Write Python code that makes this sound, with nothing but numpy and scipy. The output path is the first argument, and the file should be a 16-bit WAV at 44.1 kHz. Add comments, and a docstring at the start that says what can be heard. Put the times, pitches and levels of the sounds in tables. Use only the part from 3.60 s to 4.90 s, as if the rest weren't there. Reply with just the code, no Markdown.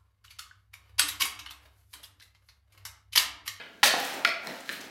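"""Garage with a concrete floor, hockey practice. A stick slaps a puck away and it lands with a dull thud;
blades then clack and tap on pucks and scrape over the floor to gather the next one. Each blow is a push,
a noisy crack and ringing modes; scraping is a stream of tiny catches on the concrete's grains.
The hard walls ring after every blow. Faint outdoor noise comes through the open door."""
import sys
import numpy as np
from scipy import signal
from scipy.fft import rfft, irfft, next_fast_len
from scipy.io import wavfile

SR = 44100
rng = np.random.default_rng(int(sys.argv[2]) if len(sys.argv) > 2 else 0)


def waveform_to_disk(signal):
    """Save audio, clipped to [-1, 1], as 16-bit WAV at the path in sys.argv[1]."""
    frames = np.transpose(np.atleast_2d(signal))
    scaled = np.clip(frames, -1, 1) * 32767
    samples = np.round(scaled).astype(np.int16)
    wavfile.write(sys.argv[1], SR, samples)


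N = 57330


def amp(db):
    """Decibels to gain."""
    return 10 ** (np.asarray(db) / 20)


def unit(x):
    """Scale to rms 1."""
    return x / np.sqrt(np.mean(x ** 2) + 1e-20)


def burst(x):
    """Scale to the energy of 10 ms at rms 1."""
    return x * np.sqrt(SR / 100 / (np.sum(x ** 2) + 1e-20))


def along(points, hz):
    """Interpolate (frequency [Hz], value) points on a log axis."""
    points_hz, values = np.transpose(points)
    return np.interp(np.log(hz + 1), np.log(points_hz + 1), values)


def colour(x, gain):
    """Minimum-phase filter with magnitude gain(hz)."""
    size = 2 * next_fast_len(len(x))
    magnitude = np.maximum(gain(np.fft.rfftfreq(size, 1 / SR)), 1e-6)
    cepstrum = irfft(np.log(magnitude), size)
    cepstrum[1:size // 2] *= 2
    cepstrum[size // 2 + 1:] = 0
    return irfft(rfft(x, size) * np.exp(rfft(cepstrum)), size)[:len(x)]


def shaped(x, spectrum):
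    """Filter by (frequency [Hz], gain [dB]) points."""
    return colour(x, lambda hz: amp(along(spectrum, hz)))


def garage(x):
    """Wall echoes stand out of a tail that swells briefly and dies, treble first."""
    # reverberation (frequency [Hz], t60 [s])
    decay = [(80, 1.6), (180, 0.33), (350, 0.75), (800, 0.76), (2000, 0.6), (4000, 0.49), (7000, 0.38),
             (12000, 0.28), (16000, 0.23)]
    # wall reflections (delay [s], gain [dB])
    echoes = [(.0105, -33), (0.026, -12.5), (.041, -10.5)]
    wall_delay_s, bloom_s = 0.0042, 0.0058
    hz, t, noise = signal.stft(rng.standard_normal(SR), SR, nperseg=256)
    t60_s = along(decay, hz)[:, None]
    tail = signal.istft(noise * amp(-60 * t / t60_s) / np.sqrt(t60_s), SR, nperseg=256)[1]
    age_s = np.maximum(np.arange(len(tail)) / SR - wall_delay_s, 0)
    tail *= 1 - np.exp(-age_s / bloom_s)
    tail /= np.linalg.norm(tail)
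    for delay_s, db in echoes:
        tail[round(delay_s * SR)] += amp(db)
    return signal.fftconvolve(x, tail)[:len(x)]


def add(out, start_s, x):
    """Mix x in from start_s."""
    i = round(start_s * SR)
    x = x[max(-i, 0):][:N - max(i, 0)]
    out[max(i, 0):][:len(x)] += x


def blows(hits, modes, crack, room, ring_db, crack_db, push_db, crack_t60_s, low_hz):
    """Each contact gives a push, a noisy crack and ringing modes; little radiates below low_hz."""
    out, t = np.zeros(N), np.arange(SR) / SR
    for start_s, db, cutoff_hz in hits:
        ring = np.zeros(SR)
        for k, (mode_hz, mode_db, t60_s) in enumerate(modes):
            envelope = amp(mode_db + rng.normal(0, 1) - 60 * t / t60_s)
            ring += (-1) ** k * envelope * np.sin(2 * np.pi * mode_hz * t)
        noise = burst(shaped(rng.standard_normal(SR) * amp(-60 * t / crack_t60_s), crack))
        push = burst(shaped(signal.unit_impulse(SR), crack))
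        hit = amp(ring_db) * burst(ring) + amp(crack_db) * noise + amp(push_db) * push
        hit = colour(hit, lambda hz: 1 / np.hypot(1, hz / cutoff_hz)
                     / np.hypot(1, (low_hz / (hz + 1)) ** 2))
        hit = amp(db) * burst(hit)
        add(out, start_s, hit + garage(shaped(hit, room)))
    return out


def grit(grains_per_s=2500, spread_db=2.5):
    """Tiny random catches on the grains of the concrete."""
    catches = (rng.random(N) < grains_per_s / SR) * rng.standard_normal(N)
    return catches * amp(spread_db * np.minimum(rng.exponential(size=N), 3))


def clacks():
    """The blade knocks on a puck and rings freely."""
    # knocks (time [s], level [dB], cutoff [Hz])
    hits = [(-.1, -22, 4300), (.6486, -26.5, 7900), (.6496, -15.5, 3030)]
    # free blade (frequency [Hz], level [dB], t60 [s])
    modes = [(694, -14, 0.037), (1352, -4.5, 0.055), (1427, 4, 0.046), (1640, -3, 0.051),
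             (2121, -6.5, 0.047), (2650, -7, 0.017), (3400, -24, .018), (4330, -6.5, 0.072),
             (5210, -18, 0.027)]
    # contact spectrum (frequency [Hz], gain [dB])
    crack = [(60, -21), (250, -7.5), (700, -14), (950, -10), (1400, 4.5), (3400, 1), (5200, -7),
             (7000, -16), (16000, -20)]
    # room over direct (frequency [Hz], gain [dB])
    room = [(100, 4), (350, -2.5), (670, 7), (950, 2), (1400, -10), (2200, -1), (3300, -6), (4400, -4.5),
            (12000, -1.5)]
    return blows(hits, modes, crack, room,
                 ring_db=-1.5, crack_db=-2.5, push_db=-3.5, crack_t60_s=0.022, low_hz=446)


def air(level_db=-60.5):
    """Faint outdoor noise through the open door."""
    # background (frequency [Hz], gain [dB])
    spectrum = [(20, -30), (45, -9), (80, -2), (110, -3.5), (250, 5), (600, -4), (2000, -38), (6000, -36),
                (16000, -46)]
    return amp(level_db) * unit(shaped(rng.standard_normal(N), spectrum))


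def sliding(trim_db=-1):
    """Blade and puck slide over concrete: a gritty hiss over a low rub."""
    # slide before trim (time [s], hiss [dB], rub [dB])
    levels = [(.2, -64.5, -100), (.34, -46, -73), (.39, -37.5, -52), (.435, -40, -55), (.46, -39.5, -47),
              (.51, -42.5, -44), (.55, -46, -38.5), (.62, -67, -45), (0.661, -81, -47.5), (.79, -60, -70),
              (0.851, -59, -41), (.9, -46.5, -48), (1.0, -56, -54.5), (1.08, -50.5, -74),
              (1.135, -41.5, -59), (1.18, -56, -66), (1.215, -45.5, -56), (1.3, -67, -52.5)]
    # gritty hiss (frequency [Hz], gain [dB])
    hiss_spectrum = [(300, -30.5), (1500, 9), (4000, 3.5), (6500, -2.5), (9000, -8), (13000, -7.5),
                     (16000, -12)]
    # low rub (frequency [Hz], gain [dB])
    rub_spectrum = [(40, -22), (130, -16.5), (260, 4), (420, -4.5), (600, 3), (820, 5.5), (1100, -2),
                    (1800, 0), (3200, -11), (5000, -13.5), (9000, -22)]
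    t = np.arange(N) / SR
    time_s, hiss_db, rub_db = np.transpose(levels)
    hiss = amp(np.interp(t, time_s, hiss_db)) * unit(shaped(grit(), hiss_spectrum))
    rub = amp(np.interp(t, time_s, rub_db)) * unit(shaped(grit(), rub_spectrum))
    direct = amp(trim_db) * (hiss + rub)
    return direct + garage(direct)


def shot():
    """The blade slaps floor and puck in quick succession."""
    # contacts (time [s], level [dB], cutoff [Hz])
    hits = [(.231, -17.5, 6170), (.2346, -16.5, 5900), (.2383, -27, 7000)]
    # blade flexed against the floor (frequency [Hz], level [dB], t60 [s])
    modes = [(829, 0.5, 0.028), (1125, -2, 0.016), (1696, -7, 0.04), (1942, -4, 0.028), (2240, -12.5, .025),
             (3000, -2.5, 0.011), (4230, -5.5, 0.049), (4420, 0, 0.011), (5280, -8, .025),
             (5980, -8.5, 0.026)]
    # contact spectrum (frequency [Hz], gain [dB])
    crack = [(60, -37.5), (250, -10), (450, -20), (650, -21), (950, -2.5), (1400, 3.5), (2500, 1.5),
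             (4500, -2.5), (7000, -10.5), (11000, -14), (16000, -14.5)]
    # room over direct (frequency [Hz], gain [dB])
    room = [(80, 15.5), (250, 3.5), (400, 4), (600, 13.5), (820, -7), (1300, -1.5), (2200, 0), (4500, 2),
            (9000, 6.5), (15000, 7)]
    return blows(hits, modes, crack, room,
                 ring_db=-0.5, crack_db=4, push_db=-15, crack_t60_s=0.025, low_hz=156)


def ticks():
    """The blade's edge snaps on concrete."""
    # snaps (time [s], level [dB], cutoff [Hz])
    hits = [(.2418, -20.5, 20000), (.8713, -37, 4530)]
    # edge ring (frequency [Hz], level [dB], t60 [s])
    modes = [(1840, -3.5, 0.019), (3830, 3.5, 0.0053), (4160, -1, 0.03), (5520, 0.5, 0.0084)]
    # contact spectrum (frequency [Hz], gain [dB])
    crack = [(100, -42), (1500, -3.5), (2800, -12), (3900, -3), (4800, -2.5), (5600, -1), (7000, -5.5),
             (16000, -12)]
    # room over direct (frequency [Hz], gain [dB])
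    room = [(200, 9.5), (3000, -2), (12000, -16)]
    return blows(hits, modes, crack, room,
                 ring_db=-1.5, crack_db=-3, push_db=-14, crack_t60_s=0.0054, low_hz=300)


def thud():
    """The puck lands at the far end."""
    # landing (time [s], level [dB], cutoff [Hz])
    hits = [(.339, -26.5, 1300)]
    # dull ring (frequency [Hz], level [dB], t60 [s])
    modes = [(156, -11, 0.053), (284, -3.5, .05), (451, -3.5, 0.061), (652, -1.5, 0.047), (795, 6.5, 0.052)]
    # contact spectrum (frequency [Hz], gain [dB])
    crack = [(40, -44), (130, -3), (280, 0.5), (450, 4.5), (800, 9.5), (1200, 6), (4000, -2), (16000, -30)]
    # room over direct (frequency [Hz], gain [dB])
    room = [(100, 1.5), (300, -0.5), (700, 2.5), (3000, -8)]
    return blows(hits, modes, crack, room,
                 ring_db=-2.5, crack_db=0.5, push_db=-5, crack_t60_s=0.091, low_hz=101)


def scuffs(q=2, room_db=-4):
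    """The blade's edge digs in for a moment: a swell of grit in one band."""
    # blade on grit (time [s], length [s], level [dB], centre [Hz])
    strokes = [(.391, 0.025, -42.5, 12900), (0.441, 0.024, -39.5, 7230), (0.448, 0.041, -46, 14800),
               (.533, 0.022, -45.5, 7740), (0.998, 0.02, -51.5, 7500), (1.114, 0.029, -44.5, 12900),
               (1.155, 0.014, -58, 8000), (1.204, 0.019, -44.5, 4800)]
    out = np.zeros(N)
    for start_s, length_s, db, centre_hz in strokes:
        rasp = colour(grit(), lambda hz: 1 / np.hypot(1, q * (hz / centre_hz - centre_hz / (hz + 1))))
        swell = np.hanning(round(length_s * SR))
        add(out, start_s, amp(db) * swell * unit(rasp)[:len(swell)])
    return out + amp(room_db) * garage(out)


def bumps():
    """Stick heel and shoes bump softly on the floor."""
    # contacts (time [s], level [dB], cutoff [Hz])
    hits = [(.8725, -39, 1100), (.892, -41.5, 705), (1.094, -43.5, 400), (1.17, -48, 200),
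            (1.235, -51, 248)]
    # low ring (frequency [Hz], level [dB], t60 [s])
    modes = [(191, -3, 0.073), (267, -4, .07), (443, -4.5, 0.083)]
    # contact spectrum (frequency [Hz], gain [dB])
    crack = [(40, -34), (130, -12), (260, -2.5), (600, 1), (950, -1), (1300, -20), (4000, -24),
             (16000, -34)]
    # room over direct (frequency [Hz], gain [dB])
    room = [(100, -3.5), (300, 1.5), (900, -1), (3000, -6)]
    return blows(hits, modes, crack, room,
                 ring_db=-10.5, crack_db=-4, push_db=-13, crack_t60_s=0.14, low_hz=140)


def taps():
    """Light taps of the blade stop a puck."""
    # contacts (time [s], level [dB], cutoff [Hz])
    hits = [(1.0923, -31.5, 5000), (1.0973, -35.5, 2500)]
    # blade ring (frequency [Hz], level [dB], t60 [s])
    modes = [(1540, -3, .02), (1670, -4, .03), (1820, -2, 0.055), (2960, -24, 0.013), (4130, 3.5, 0.027)]
    # contact spectrum (frequency [Hz], gain [dB])
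    crack = [(100, -23), (900, -18.5), (1600, 8.5), (2800, -3.5), (4000, -3), (5500, -10.5), (16000, -18)]
    # room over direct (frequency [Hz], gain [dB])
    room = [(200, 17), (1600, -5.5), (3500, -4.5), (12000, 3)]
    return blows(hits, modes, crack, room,
                 ring_db=0, crack_db=5, push_db=8.5, crack_t60_s=0.012, low_hz=800)


def scene():
    """Mono mix of all sources."""
    impacts = shot() + clacks() + taps() + ticks() + thud() + bumps()
    return (impacts + sliding() + scuffs() + air())[None]


def record(dry):
    """The recorder rounds the highest peaks and keeps nothing above its band limit."""
    ceiling, top_hz = 0.7, 15900
    soft = dry / (1 + (dry / ceiling) ** 4) ** 0.25
    size = next_fast_len(N + SR // 2)
    passband = np.fft.rfftfreq(size, 1 / SR) < top_hz
    return irfft(rfft(soft, size) * passband, size)[:, :N]


dry = scene()
out = record(dry)
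waveform_to_disk(out)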